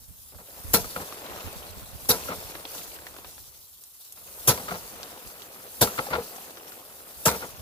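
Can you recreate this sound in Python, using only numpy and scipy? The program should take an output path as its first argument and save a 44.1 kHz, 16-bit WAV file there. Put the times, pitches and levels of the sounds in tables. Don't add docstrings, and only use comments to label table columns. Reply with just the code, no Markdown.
import sys
import numpy as np
from scipy import signal
from scipy.fft import rfft, irfft
from scipy.io import wavfile
from scipy.ndimage import map_coordinates

SR = 44100
rng = np.random.default_rng(int(sys.argv[2]) if len(sys.argv) > 2 else 0)


def put_to_file(sound):
    columns = np.atleast_2d(sound).T
    safe = np.clip(columns, -1, 1)
    whole_steps = np.round(safe * 32767)
    wavfile.write(sys.argv[1], SR, whole_steps.astype(np.int16))


N = 335601
TIME_S = np.arange(N) / SR

# time in seconds, level in dB.
BREEZE = [(0, -59), (1.1, -65), (1.7, -54), (2.4, -58.5), (2.8, -62.5), (3.35, -58), (4.0, -75), (4.8, -56),
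          (5.2, -68), (6.6, -78), (7.61, -57)]
# start in seconds, length in seconds, level in dB.
LOW_BUFFETS = [(0.076, 0.04, -51), (0.179, 0.014, -51), (0.341, 0.025, -48), (0.38, 0.02, -55),
               (0.583, .015, -51.5), (0.636, 0.023, -41), (0.672, 0.04, -39), (0.792, 0.03, -41),
               (0.842, .025, -45), (0.997, 0.032, -53), (1.287, 0.03, -52), (1.36, 0.022, -50),
               (1.436, 0.041, -38), (1.552, 0.02, -42), (1.69, 0.027, -47), (1.754, 0.03, -46),
               (1.811, 0.028, -43), (1.925, 0.033, -43), (2.014, 0.018, -50), (2.15, 0.021, -49),
               (2.368, 0.017, -41), (2.44, .02, -50), (2.548, 0.013, -52), (2.79, 0.017, -55),
               (2.878, 0.022, -51), (3.265, 0.023, -61.5), (3.39, 0.013, -55.5), (5.236, 0.037, -51),
               (7.575, 0.03, -47)]
# start in seconds, length in seconds, rustle in dB, sizzle in dB.
SHEAF_SHAKES = [(0.137, 0.046, -57, -52), (0.784, 0.079, -65, -62), (1.325, 0.26, -48, -62),
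                (2.679, 0.055, -42, -47), (3.232, 0.079, -49.5, -67), (3.95, 0.096, -53, -69),
                (5.0, 0.065, -64, -58), (5.225, .06, -54, -47), (6.234, 0.055, -50, -44),
                (6.66, 0.046, -69, -44)]
# start in seconds, level in dB, resonance in Hz.
STALK_SNAPS = [(1.529, -40, 10100), (3.838, -40.5, 8800), (4.124, -37, 11100), (5.031, -30, 4250),
               (5.274, -41, 6960), (5.420, -34.5, 3280), (6.694, -42, 10600)]
# start in seconds, level in dB, pitch in Hz (of the fold, or of the snap's body).
CLUMP_SLAPS = [(1.124, -31, 1080), (1.217, -37, 880), (1.263, -38, 3500), (1.342, -47, 800),
               (1.406, -31.5, 2760), (1.675, -56, 810), (2.552, -29.5, 1840), (2.652, -30.5, 3340),
               (2.781, -34, 3870), (2.814, -38, 2330), (2.917, -41, 2800), (2.963, -38, 3060),
               (2.988, -40, 1500), (3.021, -43, 820), (3.068, -28.5, 1900), (3.141, -44, 1140),
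               (3.165, -37, 1100), (3.185, -35, 1000), (3.2455, -33.5, 1170), (3.38, -40.5, 1490),
               (5.031, -36, 1700), (5.073, -43, 1200), (6.382, -37, 736), (6.507, -35, 850),
               (6.572, -33, 1500), (6.720, -35, 1480)]
# start in seconds, length in seconds, rack in dB, clack in dB.
RACK_BUMPS = [(0.321, 0.0095, -53, -57), (0.345, .008, -58, -57), (0.383, 0.0072, -48, -53),
              (0.4, 0.011, -58, -55), (0.795, .002, -44, -50), (0.57, 0.014, -51, -70),
              (0.842, 0.0046, -40.5, -40.5), (0.96, 0.0065, -32, -32.5), (0.997, 0.027, -40, -43),
              (2.288, 0.0082, -33.5, -38), (2.302, 0.035, -41, -37.5), (4.173, 0.0081, -64, -52),
              (4.536, 0.011, -39, -49), (4.575, 0.0066, -45, -35.5), (4.597, 0.0063, -40.5, -43),
              (4.626, 0.0065, -42.5, -54), (4.653, .006, -43, -52), (4.681, 0.016, -44, -34.5),
              (4.708, 0.016, -36.5, -34.5), (4.739, 0.023, -40.5, -40), (5.871, 0.0062, -48, -32),
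              (5.98, 0.0041, -34, -30.5), (5.987, 0.0052, -32.5, -26), (6.104, 0.029, -33.5, -35.5),
              (6.133, 0.01, -37.5, -26.5), (6.151, 0.012, -32, -31), (6.184, 0.013, -39, -41),
              (7.323, 0.028, -35.5, -37), (7.416, 0.03, -40, -40.5)]
# start in seconds, level in dB, slat pitch in Hz.
SLAT_KNOCKS = [(0.742, -17, 461), (0.843, -36, 1250), (0.961, -23.5, 1430), (1.002, -31, 815),
               (2.099, -22, 490), (2.108, -25, 876), (2.116, -24.5, 720), (2.285, -23.5, 1350),
               (2.309, -30, 1310), (2.311, -27.5, 490), (4.480, -16.5, 990), (4.501, -25, 890),
               (4.512, -21, 1310), (4.713, -31, 1580), (4.715, -23.5, 700), (4.756, -36, 1240),
               (5.819, -16, 947), (5.824, -14, 690), (5.978, -22, 1364), (5.991, -16.5, 1324),
               (6.067, -25.5, 810), (6.086, -28, 520), (6.130, -18, 1420), (6.133, -21, 1010),
               (6.152, -20, 1390), (6.183, -19.5, 474), (7.262, -11.5, 1334), (7.284, -17.5, 1100),
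               (7.424, -26.5, 1430)]
# frequency in Hz, level in dB, T60 in seconds.
RACK_MODES = [(183, 1, 0.12), (234, 1, 0.042), (420, 1.5, 0.09), (462, 3, 0.07), (533, -2.5, 0.11),
              (691, -3.5, 0.16), (865, -1, 0.037), (972, 3, 0.041), (1240, -10.5, 0.12), (1333, -2, 0.055),
              (1646, -13, 0.05)]
# start and landing time in seconds; straw, rack, clack and thump in dB;
# thump pitch in Hz, butt delay in seconds, butt crack in dB, stalk ring in Hz and in dB,
# swing vigour in dB, straw settling time in seconds, dropped and flung grain in dB.
SHEAF_BLOWS = [(0.7326, 0.015, -12, -24.5, -21, -28, 103, 0.011, -18, 12300, -18, 2.5, 0.49, -74, -46),
               (2.087, 0.016, -13.5, -24.5, -19.5, -28, 88, 0.012, -13.5, 11700, -17.5, 1.5, 0.62, -45, -53.5),
               (4.4722, 0.02, -13.5, -24.5, -19.5, -17.5, 127, 0.022, -17, 10700, -18.5, 3, 0.49, -53, -52.5),
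               (5.809, 0.012, -11.5, -21.5, -30, -19, 103, 0.0106, -17, 3800, -28, 2, 0.52, -45.5, -54.5),
               (7.253, 0.017, -13, -21.5, -16, -18.5, 146, 0.027, -21, 7600, -24, 1, 0.097, -50, -70)]

# frequency in Hz, relative density in dB.
FIELD_SPECTRUM = [(15, -46), (50, 1), (80, 11), (150, -19), (230, -21), (400, -37), (900, -3.5), (1450, -9),
                  (2300, -52), (4000, -40), (15000, -5)]
RUMBLE_SPECTRUM = [(12, -34), (25, -12), (40, -2.5), (60, 3.5), (90, 0.5), (140, -6), (230, -13),
                   (400, -24.5), (1500, -36)]
SIZZLE_SPECTRUM = [(3000, -26), (7000, -11.5), (10000, -3.5), (12500, -2), (15500, -3.5)]
RUSTLE_SPECTRUM = [(300, -33.5), (1500, -11), (2400, -11), (3800, -3.5), (6000, -3), (9000, -4),
                   (10800, -2), (12000, 1.5), (13000, -1.5), (15500, -1.5)]
TARP_SPECTRUM = [(60, -11), (150, -2), (330, 1.5), (520, 5.5), (800, 2), (1300, -3), (1900, -4.5),
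                 (3500, -10), (6000, -16.5), (14000, -62)]
FOLD_SPECTRUM = [(500, -1), (1400, 5), (1900, -16), (2600, 4.5), (5000, -11.5), (15000, -3.5)]
SLAP_SPECTRUM = [(100, -23), (300, 9), (800, 0.5), (2000, -2.5), (4000, 0), (6000, -7), (14000, -83)]
SCRAPE_SPECTRUM = [(25, -31), (50, -1.5), (90, 2.5), (300, -4.5), (600, 6.5), (1100, -7), (1500, -7),
                   (2000, -9), (3000, -3.5), (12000, -47)]
CLACK_SPECTRUM = [(300, -19), (800, -3), (1350, 9), (1600, -3), (2100, 1), (3000, -11), (4100, -8.5),
                  (5200, -15), (12000, -59.5)]
CRACK_SPECTRUM = [(1500, -30), (2800, -20), (3800, 4.5), (4800, 1.5), (6000, -6.5), (8000, -7.5),
                  (15000, -15.5)]
CRASH_SPECTRUM = [(150, -16), (600, -4), (1500, -2), (2900, -4.5), (3700, -3), (4600, -2), (5600, 3.5),
                  (7700, -2.5), (8500, -3), (10000, 2.5), (11400, 5.5), (13000, 1), (15500, 1)]

PORT_LAG_S = 0.00026
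BLOW_RISE_S, TOP_HZ = 0.0061, 15450


def undb(db):
    return 10 ** (np.asarray(db) / 20)


def unit(response):
    return response / np.sqrt(np.sum(response ** 2))


def power_sum(gains):
    return np.sqrt(sum(gain ** 2 for gain in gains))


def ring(force, response):
    return signal.fftconvolve(force, response[None], axes=1)[:, :N]


def colour(force, spectrum, size=4096):
    hz, db = np.transpose(spectrum)
    bins_hz = np.maximum(np.fft.rfftfreq(size, 1 / SR), 1)
    magnitude = undb(np.interp(np.log(bins_hz), np.log(hz), db))
    cepstrum = irfft(np.log(magnitude))
    cepstrum[1:size // 2] *= 2
    cepstrum[size // 2 + 1:] = 0
    return ring(force, unit(irfft(np.exp(rfft(cepstrum)))))


def soften(force, cutoff_hz):
    return signal.sosfilt(signal.butter(2, cutoff_hz, fs=SR, output="sos"), force)


def contact(start_s, length_s, rise_s, fall_s):
    out = np.zeros(N)
    span = slice(max(int(start_s * SR), 0), int((start_s + length_s + 10 * fall_s) * SR))
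    t = np.maximum(TIME_S[span] - start_s, 0)
    out[span] = np.minimum(t / rise_s, 1) * np.exp(-np.maximum(t - length_s, 0) / fall_s)
    return out


def swell(peak_s, rise_s, fall_s):
    return np.exp(-np.maximum((peak_s - TIME_S) / rise_s, (TIME_S - peak_s) / fall_s))


def flutter(rate_hz, depth_db):
    steps = np.clip(rng.standard_normal(N), -2, 2)
    return undb(depth_db * np.interp(TIME_S * rate_hz, np.arange(N), steps))


def band_flutter(sound, rate_hz, band_hz, depth_db, size=512):
    hz, t, bands = signal.stft(sound, SR, nperseg=size)
    steps = np.clip(rng.standard_normal((size, size)), -2, 2)
    grid = np.meshgrid(hz / band_hz, t * rate_hz, indexing="ij")
    gain = undb(depth_db * map_coordinates(steps, grid, order=1, mode="mirror"))
    return signal.istft(bands * gain / np.sqrt(np.mean(gain ** 2)), SR, nperseg=size)[1][:, :N]


def strike(start_s, bearing=0.63):
    push = np.zeros((2, N))
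    at = int(start_s * SR)
    push[0, at] = 1
    push[1, at + round(bearing * PORT_LAG_S * SR)] = undb(-4)
    return push


def shower(rate_hz, scatter_db, width, stray, left_db, bearing=1):
    at = np.flatnonzero(rng.random(N) < rate_hz / SR)
    sign, size, aim, side = rng.standard_normal((4, N))[:, at]
    is_stray = rng.random(N)[at] < stray
    push = np.sign(sign) * undb(scatter_db * np.clip(size, -2.5, 2.5))
    lag_s = PORT_LAG_S * np.where(is_stray, 2 * np.tanh(side), bearing + width * aim)
    right_at = np.clip(at + np.round(lag_s * SR).astype(int), 0, N - 1)
    left = np.bincount(at, push, N) * undb(left_db / 2)
    right = np.bincount(right_at, push, N) * undb(-left_db / 2)
    return np.array([left, right]) / np.sqrt(np.sum(push ** 2) / N)


def pings(rate_hz, low_hz, high_hz, cycles, scatter_db, size=256):
    out = np.zeros((2, N + size))
    for when, pitch, strength, aim, turn in rng.random((int(rate_hz * N / SR), 5)):
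        at, hz = int(when * N), low_hz * (high_hz / low_hz) ** pitch
        t = np.maximum(TIME_S[:size] - np.array([[0], [2 * aim * PORT_LAG_S]]), 0)
        level_db = scatter_db * min(-np.log(1 - strength), 3)
        push = np.sign(turn - 0.5) * undb(level_db) * np.sqrt(hz)
        out[:, at:at + size] += push * np.sin(2 * np.pi * hz * t) * np.exp(-hz * t / cycles)
    return out[:, :N] / np.sqrt(np.mean(out ** 2))


def ticks(table, impacts, fall_s, q, body_db, click_db):
    out = np.zeros((2, N))
    for start_s, db, hz in table:
        span = slice(int(start_s * SR), int(start_s * SR) + SR // 20)
        burst = impacts[:, span] * np.exp(-(TIME_S[span] - start_s) / fall_s)
        force = undb(db) * (burst + undb(click_db) * strike(start_s)[:, span])
        b, a = signal.iirpeak(hz, q, fs=SR)
        out[:, span] += signal.lfilter(b, a, force) + undb(body_db) * force
    return out


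def turbulence(own_db, right_db):
    noise = rng.standard_normal((3, N))
    ports = (noise[2] + undb(own_db) * noise[:2]) / np.hypot(1, undb(own_db))
    return ports * undb([[-right_db / 2], [right_db / 2]])


def wind():
    buffets = sum(undb(db) * contact(start_s, length_s, rise_s=0.0087, fall_s=0.0045)
                  for start_s, length_s, db in LOW_BUFFETS)
    draught = undb(-57.5) * sum(swell(start_s, rise_s=0.076, fall_s=0.21) for start_s, *_ in SHEAF_BLOWS)
    breeze_db = np.interp(TIME_S, *np.transpose(BREEZE))
    breeze = undb(breeze_db + 1) * flutter(rate_hz=35, depth_db=3.5)
    pressure = (breeze + draught + buffets) * turbulence(own_db=13.5, right_db=6.5)
    hush = colour(turbulence(own_db=-11.5, right_db=6), FIELD_SPECTRUM)
    return colour(pressure, RUMBLE_SPECTRUM) + undb(-62.5) * hush


def stirring(held_db, swing_db, settle_db, shakes):
    parts = [undb(held_db)]
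    for start_s, length_s, db in shakes:
        parts.append(undb(db) * contact(start_s, length_s, rise_s=0.04, fall_s=0.23))
    for start_s, *_, vigour_db, settle_s, _, _ in SHEAF_BLOWS:
        parts.append(undb(swing_db + vigour_db) * swell(start_s, rise_s=0.18, fall_s=0.03))
        parts.append(undb(settle_db) * contact(start_s, 0.18, rise_s=0.039, fall_s=settle_s))
    return power_sum(parts)


def husk_sizzle():
    shakes = [(start_s, length_s, db) for start_s, length_s, _, db in SHEAF_SHAKES]
    motion = stirring(held_db=-51.5, swing_db=-42, settle_db=-50, shakes=shakes)
    motion *= flutter(rate_hz=45, depth_db=1.5)
    husks = shower(rate_hz=5000, scatter_db=2.5, width=0.15, stray=0.25, left_db=0.3)
    return band_flutter(colour(motion * husks, SIZZLE_SPECTRUM), rate_hz=18, band_hz=500, depth_db=2.5)


def straw_rustle():
    shakes = [(start_s, length_s, db) for start_s, length_s, db, _ in SHEAF_SHAKES]
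    motion = stirring(held_db=-56, swing_db=-48.5, settle_db=-42.5, shakes=shakes)
    motion *= flutter(rate_hz=55, depth_db=2)
    ears = shower(rate_hz=11000, scatter_db=-1.5, width=0.2, stray=0.37, left_db=0.5)
    stems = pings(rate_hz=400, low_hz=3500, high_hz=15000, cycles=4, scatter_db=2)
    rustle = colour(motion * (ears + undb(-10) * stems), RUSTLE_SPECTRUM)
    rustle = band_flutter(rustle, rate_hz=22, band_hz=250, depth_db=3)
    splinters = shower(rate_hz=15000, scatter_db=2.5, width=0.2, stray=0.083, left_db=-1)
    snaps = ticks(STALK_SNAPS, splinters, fall_s=0.0064, q=2.5, body_db=-31, click_db=22)
    return undb(3.5) * rustle + undb(5) * snaps


def grain_flow(start_s, dropped_db, flung_db, trickle_db=-57.5, lead_s=0.38, flight_s=0.57):
    dropped = undb(dropped_db) * contact(start_s, 0.024, rise_s=0.088, fall_s=0.38)
    flung = undb(flung_db) * swell(start_s + flight_s, rise_s=0.31, fall_s=0.39)
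    window = contact(start_s - lead_s, 1.495, rise_s=0.21, fall_s=0.2)
    return power_sum([undb(trickle_db), dropped, flung]) * window


def grain_patter():
    strokes = [grain_flow(start_s, dropped_db, flung_db)
               for start_s, *_, dropped_db, flung_db in SHEAF_BLOWS]
    odd_kernels = undb(-75)
    flow = power_sum(strokes + [odd_kernels]) * flutter(rate_hz=40, depth_db=1.3)
    rain = shower(rate_hz=2200, scatter_db=2.5, width=0.43, stray=0.085, left_db=1.7, bearing=0.74)
    kernels = pings(rate_hz=500, low_hz=900, high_hz=5000, cycles=2.6, scatter_db=2.8)
    handful = shower(rate_hz=10000, scatter_db=7, width=0.56, stray=0.014, left_db=0, bearing=0.47)
    clumps = ticks(CLUMP_SLAPS, handful, fall_s=0.005, q=4, body_db=-9, click_db=15)
    sheet = band_flutter(colour(flow * rain, TARP_SPECTRUM), rate_hz=30, band_hz=150, depth_db=2)
    folds = colour(flow * kernels, FOLD_SPECTRUM)
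    return undb(5) * sheet + undb(-5.5) * folds + undb(2.5) * colour(clumps, SLAP_SPECTRUM)


def rack(force, scrape_db):
    t = TIME_S[:SR // 3]
    modes = 0
    for k, (hz, db, t60_s) in enumerate(RACK_MODES):
        mode = np.sin(2 * np.pi * hz * t) * np.exp(-np.log(1000) * t / t60_s)
        modes += (-1) ** k * undb(db) * unit(mode)
    return ring(force, unit(modes)) + undb(scrape_db) * colour(force, SCRAPE_SPECTRUM)


def rack_bumps():
    load = butts = knocks = 0
    for start_s, length_s, rack_db, clack_db in RACK_BUMPS:
        load += undb(rack_db) * contact(start_s, length_s, rise_s=0.0027, fall_s=0.018)
        butts += undb(clack_db) * contact(start_s, length_s, rise_s=0.0005, fall_s=0.007)
        knocks += undb(clack_db) * strike(start_s + 0.0021)
    rattle = shower(rate_hz=4000, scatter_db=2.5, width=0.25, stray=0.026, left_db=1.5, bearing=0.32)
    clatter = shower(rate_hz=4100, scatter_db=1, width=0.19, stray=0.12, left_db=2.5, bearing=0.95)
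    wood = rack(soften(load * rattle, cutoff_hz=1280) + undb(11) * knocks, scrape_db=2)
    clack = colour(butts * clatter + undb(3) * knocks, CLACK_SPECTRUM)
    return undb(-2) * wood + undb(0.5) * clack


def slat_knocks(rise_s=0.0015, fall_at_1khz_s=0.0072):
    out, t = np.zeros((2, N)), TIME_S[:SR // 8]
    for start_s, db, hz in SLAT_KNOCKS:
        fade = np.exp(-t / (fall_at_1khz_s * np.sqrt(1000 / hz)))
        fundamental = np.sin(2 * np.pi * hz * t) * fade
        overtone = undb(-9) * np.sin(2 * np.pi * 2.1 * hz * t) * fade ** 2
        tone = undb(db) * (fundamental + overtone) * np.minimum(t / rise_s, 1)
        span = slice(int(start_s * SR), int(start_s * SR) + len(t))
        out[:, span] += ring(strike(start_s)[:, span], tone)[:, :len(t)]
    return out


def frame_thump(start_s, thud_hz, rock_hz=77.3):
    t = TIME_S - start_s
    thud = np.sin(2 * np.pi * thud_hz * t) * contact(start_s, 0.0075, rise_s=1 / thud_hz, fall_s=0.0098)
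    rock = np.sin(2 * np.pi * rock_hz * t) * contact(start_s, 0.0028, rise_s=0.0095, fall_s=0.027)
    return thud + undb(-10) * rock


def stalk_rings():
    tufts = flutter(rate_hz=350, depth_db=2)
    stems = tufts * shower(rate_hz=8000, scatter_db=2, width=0.1, stray=0.04, left_db=0.8)
    out = 0
    for start_s, length_s, *_, hz, db, _, _, _, _ in SHEAF_BLOWS:
        b, a = signal.iirpeak(hz, Q=10, fs=SR)
        tint = signal.lfilter(b, a, stems)
        out += undb(db) * contact(start_s, length_s, BLOW_RISE_S, fall_s=0.012) * tint / np.std(tint)
    return out


def sheaf_blows(knock_delay_s=0.0076, thump_delay_s=0.01234):
    stalks = load = clack = crack = knocks = thump = 0
    for blow in SHEAF_BLOWS:
        start_s, length_s, straw_db, rack_db, clack_db, thump_db, thump_hz, butt_s, crack_db = blow[:9]
        shiver = undb(-23.5) * contact(start_s, length_s, rise_s=0.019, fall_s=0.17)
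        stalks += undb(straw_db) * (contact(start_s, length_s, BLOW_RISE_S, fall_s=0.017) + shiver)
        load += undb(rack_db) * contact(start_s, length_s, rise_s=0.0084, fall_s=0.025)
        clack += undb(clack_db) * contact(start_s + butt_s, 0.0021, rise_s=0.0016, fall_s=0.018)
        crack += undb(crack_db) * contact(start_s + butt_s, 0.0098, rise_s=0.00054, fall_s=0.012)
        knocks += undb(rack_db) * strike(start_s + knock_delay_s)
        thump += undb(thump_db) * frame_thump(start_s + thump_delay_s, thump_hz)
    tufts = flutter(rate_hz=350, depth_db=2)
    ears = tufts * shower(rate_hz=9800, scatter_db=-1, width=0.085, stray=0.051, left_db=1.6)
    bulk = tufts * shower(rate_hz=4000, scatter_db=4, width=0.25, stray=0.053, left_db=1.5, bearing=0.36)
    butts = shower(rate_hz=2400, scatter_db=6.5, width=0.42, stray=0.029, left_db=-1.5)
    wood = rack(soften(load * bulk, cutoff_hz=1800) + undb(11) * knocks, scrape_db=0.5)
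    wood += undb(-6) * colour(clack * bulk, CLACK_SPECTRUM)
    crash = undb(-2) * colour(stalks * ears, CRASH_SPECTRUM)
    crash += undb(-4.5) * colour(crack * butts, CRACK_SPECTRUM)
    return band_flutter(crash, rate_hz=35, band_hz=250, depth_db=3.4) + wood + thump


def scene():
    beating = sheaf_blows() + stalk_rings() + slat_knocks() + rack_bumps()
    return beating + grain_patter() + straw_rustle() + husk_sizzle() + wind()


def record(dry):
    return signal.sosfilt(signal.ellip(10, 0.2, 70, TOP_HZ, fs=SR, output="sos"), dry)


dry = scene()
out = record(dry)
put_to_file(out)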